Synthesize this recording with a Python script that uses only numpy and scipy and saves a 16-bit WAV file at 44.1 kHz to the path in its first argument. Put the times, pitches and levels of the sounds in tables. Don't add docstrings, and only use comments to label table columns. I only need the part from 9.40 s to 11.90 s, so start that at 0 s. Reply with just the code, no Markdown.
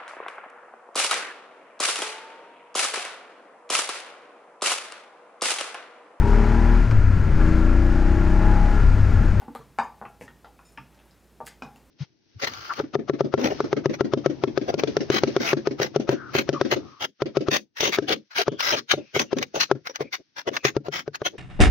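import sys
import numpy as np
from scipy import signal
from scipy.fft import rfft, irfft
from scipy.io import wavfile
from scipy.ndimage import uniform_filter1d

SR = 44100
rng = np.random.default_rng(int(sys.argv[2]) if len(sys.argv) > 2 else 0)


def amp(db):
    return 10 ** (np.asarray(db, float) / 20)


def write(x):
    x = np.atleast_2d(x).T
    wavfile.write(sys.argv[1], SR, np.round(np.clip(x, -1, 1) * 32767).astype(np.int16))


N = 110250

# [start_s, level_db (peak), pitch_hz (contact), board_db (thump), ring_cycles]
SPOON_KNOCKS = [(0.02, -45, 790, -9.5, 13.8), (0.0803, -40, 800, -7, 5.7), (0.1512, -31.5, 900, -19, 6),
                (0.3817, -46.5, 1140, -33, 15), (0.3866, -16.5, 1047, -28.5, 4.74),
                (.6145, -30, 826, -19, 4.2), (.651, -34.5, 900, -23, 2.3), (0.811, -31.5, 500, -15, 2.36),
                (0.879, -37, 1730, -30, 3.6), (1.045, -40.5, 726, -22, 4.3), (1.1922, -47, 1064, -38, 9.4),
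                (1.376, -35.5, 1600, -19, 1.6), (2.0037, -32, 756, -14.5, 6.9),
                (2.068, -41, 1950, -51, 12.7), (2.2219, -24, 923, -27, 3.08), (2.361, -53, 725, -10, 6.9)]
# [pitch_hz, level_db, t60_s]
BOWL_MODES = [(645, -22, 0.016), (800, -28, 0.052), (815, 0.5, 0.05), (915, -2.5, 0.068), (1034, -7, 0.031),
              (1185.5, 3, 0.052), (1330, 4.5, 0.037), (1518, 1.5, 0.018), (1540, -19, 0.022),
              (1732, 7.5, 0.013), (2090, -19, 0.14)]
# [pitch_hz, level_db, t60_s]
BOARD_MODES = [(190, -10, .06), (231, 0, .11), (276, -4, .1), (380, -10, .07), (500, -4, .07)]
# [pitch_hz, level_db, t60_s]
RIM_MODES = [(2460, -27, .04), (3760, -42, .04), (5250, -26, .05), (6960, -27, .04), (8860, -32, .04),
             (10900, -36, .03)]
# [start_s, level_db (peak), centre_hz, width_octaves]
PASTE_SMACKS = [(0.019, -54.5, 10800, 0.39), (0.1507, -36.5, 9140, 1.04), (0.1511, -37.5, 2500, 1.42),
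                (.162, -65, 9500, .6), (.176, -49, 12600, 0.35), (0.208, -56, 4430, 1.1),
                (0.3878, -22.5, 1660, 1.08), (.3865, -31, 5700, 1.23), (0.423, -55, 11500, 0.21),
                (0.435, -49.5, 7500, 0.71), (.654, -39, 2240, 0.66), (.692, -52, 7900, 0.65),
                (.811, -38, 2130, 0.7), (0.812, -45, 8700, 1.1), (0.881, -48.5, 2710, 0.99),
                (1.047, -44.5, 2480, 1.5), (1.375, -51, 5210, 0.18), (1.2985, -54, 11100, 0.56),
                (.3868, -37.5, 4300, 0.34), (1.322, -48, 9200, 0.82), (1.376, -32.5, 2060, 0.95),
                (1.546, -54, 4500, 0.97), (1.591, -49.5, 2900, 0.79), (1.655, -57, 11000, 0.52),
                (1.71, -52, 4560, 0.45), (2.054, -43, 7000, 5.1), (2.064, -41, 8400, 0.35),
                (2.0674, -27.5, 9000, 3.5), (2.068, -30.5, 7900, 10), (2.069, -37, 2250, 0.99),
                (2.2237, -32.5, 2340, 2.2), (2.36, -46, 6970, 2.4)]
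# [start_s, length_s, rim_db, paste_db]
SPOON_SLIDES = [
    (0.146, 0.091, -90, -70),
    (0.803, 0.063, -85, -58.5),
    (1.194, 0.015, -67, -83),
    (1.245, 0.023, -60.5, -73),
    (1.275, 0.028, -66, -67),
    (2.059, 0.017, -90, -43),
    (2.363, 0.015, -89.5, -63),
]
# [start_s, level_db]
STIR_LEVEL = [(0.0, -56.5), (0.08, -67.5), (0.21, -65), (0.44, -80), (0.56, -66), (0.7, -81), (0.84, -71),
              (1.15, -77), (1.59, -64.5), (1.75, -73.5), (2.03, -85), (2.21, -69.5), (2.35, -65.5),
              (2.5, -79)]
# [pitch_hz, level_db per Hz]
DRAG_COLOUR = [(150, 4), (400, -5), (900, 2), (1600, -7), (3000, -10), (6000, -30)]
# [pitch_hz, level_db per Hz]
AIR_COLOUR = [(41, -24), (70, -17), (166, -10.5), (403, -15), (593, -20), (1000, -25.5), (1510, -26),
              (3040, -32.5), (16000, -38)]
# [pitch_hz, t60_s]
ROOM_DECAY = [(100, 1), (300, 0.33), (800, 0.35), (2000, 0.26), (5000, 0.27), (12000, 0.087)]
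# [pitch_hz, left_minus_right_db]
STEREO_LEAN = [(60, -4.5), (130, -5), (290, 0.5), (640, 2.0), (1410, 1.0), (3100, 1.5), (6820, 1),
               (15000, 0.5)]
# [pitch_hz, level_db]
STEREO_WIDTH = [(100, -18.5), (1000, -23.5), (3500, -61), (5500, -12.5), (9000, -12.5), (11500, -19.5),
                (13000, -60)]
# [start_s, level_db (peak), pitch_hz, ring_cycles]
LONE_RINGS = [(.3866, -16, 815, 22), (.3905, -23, 930, 45), (.3875, -31, 227.4, 22), (.3875, -22, 1330, 39),
              (.392, -29, 1500, 77), (.3965, -37, 990, 6.9), (2.006, -32.5, 915, 55),
              (2.0085, -35, 665, 25), (2.011, -42.5, 1184, 98), (2.0125, -33, 800, 13),
              (2.075, -37, 1700, 33), (.083, -31.5, 890, 15.7), (.1, -34.5, 283, 24), (.046, -46, 252, 6),
              (.153, -25, 534, 8.3), (.158, -35.5, 1210, 73), (.2, -39, 450, 22), (.21, -45.5, 1152, 70),
              (.615, -37.5, 221, 17), (.651, -42, 851, 28), (.657, -35, 1158, 32), (.6535, -34.5, 2010, 27),
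              (.66, -42, 228, 7.5), (1.38, -35, 915, 72), (1.383, -35, 1174, 40), (1.375, -37, 1709, 73),
              (1.382, -57, 246, 8), (1.403, -34.5, 238, 6), (2.2215, -31.5, 850, 21),
              (2.235, -40, 235, 18.6), (2.24, -53, 1050, 40), (1.046, -38.5, 1347, 38),
              (.0805, -29, 235, 27), (.811, -47, 2290, 86), (.88, -40.5, 1842, 120),
              (1.1905, -50, 2530, 49), (1.375, -36, 2400, 49), (2.2215, -32, 2465, 80),
              (2.36, -47, 2740, 41), (.07, -51, 129, 5.1), (.19, -46.5, 136.5, 68), (.40, -42.5, 152, 21),
              (.66, -44, 143, 10), (.83, -46, 146, 17), (1.39, -45, 134.4, 38), (2.03, -45, 139, 19),
              (2.25, -42.5, 143, 26)]

HUM_HZ, HUM_DB, HUM_WOBBLE_DB = 59.3, -58.5, 2.5
AIR_DB = -60
SLIPS_PER_S, CRACKLE_PER_S = 1800, 3100
CONTACT_DB, BODY_DB, BOARD_DB = 10, -14.5, 2
OFF_PITCH_DB = 11.0
DULL_DB = 4
SMACK_T60_S, SMACK_ROUGH = 0.009, 0.55
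RINGS_ROOM_DB = -9
ROOM_DB, ROOM_ONSET_S = 3, 0.005
EARLY_DB, EARLY_T60_S = 10, 0.075
PLACES = 12
TOP_HZ = 15900


def rms_one(x):
    return x / np.sqrt(np.mean(x ** 2) + 1e-20)


def at_hz(points, hz):
    points = np.array(points)
    return np.interp(np.log(hz + 1), np.log(points[:, 0]), points[:, 1])


def colour(x, points, share=1):
    gain = amp(share * at_hz(points, np.fft.rfftfreq(N, 1 / SR)))
    return irfft(rfft(x) * gain, N)


def bandpass(x, edges, order=2):
    return signal.sosfilt(signal.butter(order, edges, "band", fs=SR, output="sos"), x)


def drift(rate_hz):
    r = np.exp(-2 * np.pi * rate_hz / SR)
    wander = signal.lfilter([1], [1, -2 * r, r * r], rng.standard_normal(N + SR))
    return rms_one(wander[SR:])


def grains(per_s):
    hits = rng.random(N) < per_s / SR
    sizes = amp(3.5 * np.minimum(rng.exponential(1, N), 3))
    return rms_one(hits * sizes * rng.choice([-1, 1], N))


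def ring(clicks, hz, t60):
    r, w = amp(-60 / (t60 * SR)), 2 * np.pi * hz / SR
    return signal.lfilter([0, np.sin(w)], [1, -2 * r * np.cos(w), r * r], clicks + 1e-18)


def strike(modes, start_s, db_at, spread_db):
    out = 0
    chance = rng.standard_normal((len(start_s), len(modes)))
    for k, (hz, level_db, t60) in enumerate(modes):
        clicks = np.zeros(N)
        clicks[(start_s * SR).astype(int)] = amp(db_at(hz) + level_db + spread_db * chance[:, k])
        out = out + ring(clicks, hz, t60) * (-1) ** k
    return out


def blips(rows):
    size = 16384
    out, t = np.zeros(N + size), np.arange(size) / SR
    for s, db, hz, cycles in rows:
        swell = (1 - np.exp(-4.0 * hz * t)) ** 2
        decay = amp(-60 * hz * t / max(cycles, 1))
        out[int(s * SR):int(s * SR) + size] += amp(db) * swell * decay * np.sin(2 * np.pi * hz * t)
    return out[:N]


def air():
    return colour(rng.standard_normal(N), AIR_COLOUR)


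def background():
    level = amp(HUM_DB + HUM_WOBBLE_DB * drift(27))
    phase = 2 * np.pi * HUM_HZ * np.arange(N) / SR + 1.0 * drift(0.96)
    low_cut = signal.butter(4, 70, "high", fs=SR, output="sos")
    return level * np.sin(phase) + amp(AIR_DB) * rms_one(signal.sosfilt(low_cut, air()))


def drag():
    s, db = np.transpose(STIR_LEVEL)
    effort_db = np.interp(np.arange(N) / SR, s, db) - 1.5 + 2 * drift(47)
    return amp(effort_db) * rms_one(colour(grains(3400), DRAG_COLOUR))


def smacks():
    size = 1024
    out, t = np.zeros(N + size), np.arange(size) / SR
    for s, db, hz, octaves in PASTE_SMACKS:
        edges = np.clip(hz * 2 ** (np.array([-0.5, 0.5]) * octaves), 100, 20000)
        noise = rng.standard_normal(size) * amp(-60 * t / SMACK_T60_S)
        puff = bandpass((t == 0) + SMACK_ROUGH / 4 * noise, edges, order=3)
        out[int(s * SR):int(s * SR) + size] += amp(db) * puff / np.abs(puff).max()
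    return out[:N]


def knocks():
    s, db, pitch, board_db, cycles = np.transpose(SPOON_KNOCKS)

    def bowl_db(hz):
        octaves = np.log2(hz / pitch)
        return db + BODY_DB - OFF_PITCH_DB * np.abs(octaves) - DULL_DB * np.maximum(octaves, 0)

    contact = blips(zip(s, db + CONTACT_DB, pitch, cycles))
    body = strike(BOWL_MODES, s, bowl_db, spread_db=6.0)
    thump = strike(BOARD_MODES, s, lambda hz: db + board_db + BOARD_DB, spread_db=5)
    return contact + body + thump


def lone_rings():
    return blips(LONE_RINGS)


def slides():
    t, rim, paste = np.arange(N) / SR, 0, 0
    for s, length, rim_db, paste_db in SPOON_SLIDES:
        fade_in, fade_out = (t - s) / 0.004, (s + length - t) / (0.6 * length)
        gate = np.clip(np.minimum(fade_in, fade_out), 0, 1)
        rim = rim + amp(rim_db) * gate
        paste = paste + amp(paste_db) * gate
    slips = grains(SLIPS_PER_S) * rim
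    sing = sum(amp(db) * ring(slips, hz, t60) for hz, db, t60 in RIM_MODES)
    crackle = bandpass(grains(CRACKLE_PER_S), [4000, 11000])
    return amp(2.0) * sing + paste * crackle


def echoes():
    t, tail = np.arange(SR // 2) / SR, 0
    edges = 80 * 2 ** np.arange(0, 8, 0.5)
    for low, high in zip(edges, edges[1:]):
        band = bandpass(rng.standard_normal(len(t)), [low, high])
        tail = tail + band * amp(-60 * t / at_hz(ROOM_DECAY, np.sqrt(low * high)))
    spectrum = rfft(tail * (1 + amp(EARLY_DB - 60 * t / EARLY_T60_S)))
    smooth_power = uniform_filter1d(np.abs(spectrum) ** 2, size=25)
    tail = irfft(spectrum / np.sqrt(smooth_power + 1e-9), len(t))
    tail = tail * np.clip(t / ROOM_ONSET_S - 0.5, 0, 1) * (t < 0.45)
    return tail / np.sqrt(np.sum(tail ** 2))


def kitchen(x):
    place = np.linspace(0, PLACES, N)
    x = colour(x, [(230, -4), (600, -1.5), (900, -2), (1500, -0.5)])
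    wet = 0
    for k in range(PLACES + 1):
        nearness = np.clip(1 - np.abs(place - k), 0, 1)
        wet = wet + signal.fftconvolve(x * nearness, echoes())[:N]
    return amp(ROOM_DB) * wet


def scene():
    bowl = knocks() + smacks() + slides() + drag()
    rings = lone_rings()
    mid = bowl + rings + kitchen(bowl + amp(RINGS_ROOM_DB) * rings) + background()
    side = colour(kitchen(bowl + rings) + amp(AIR_DB) * rms_one(air()), STEREO_WIDTH)
    left = colour(mid, STEREO_LEAN, 0.65) + side
    right = colour(mid, STEREO_LEAN, -0.43) - side
    return np.array([left, right])


def roll_off(x):
    return signal.sosfilt(signal.butter(12, 16470, fs=SR, output="sos"), x)


def record(dry):
    low_cut = signal.butter(3, 45, "high", fs=SR, output="sos")
    top_cut = signal.cheby2(10, 50, TOP_HZ + 700, fs=SR, output="sos")
    mix = signal.sosfilt(top_cut, signal.sosfilt(low_cut, dry))
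    return roll_off(mix)


dry = scene()
out = record(dry)
write(out)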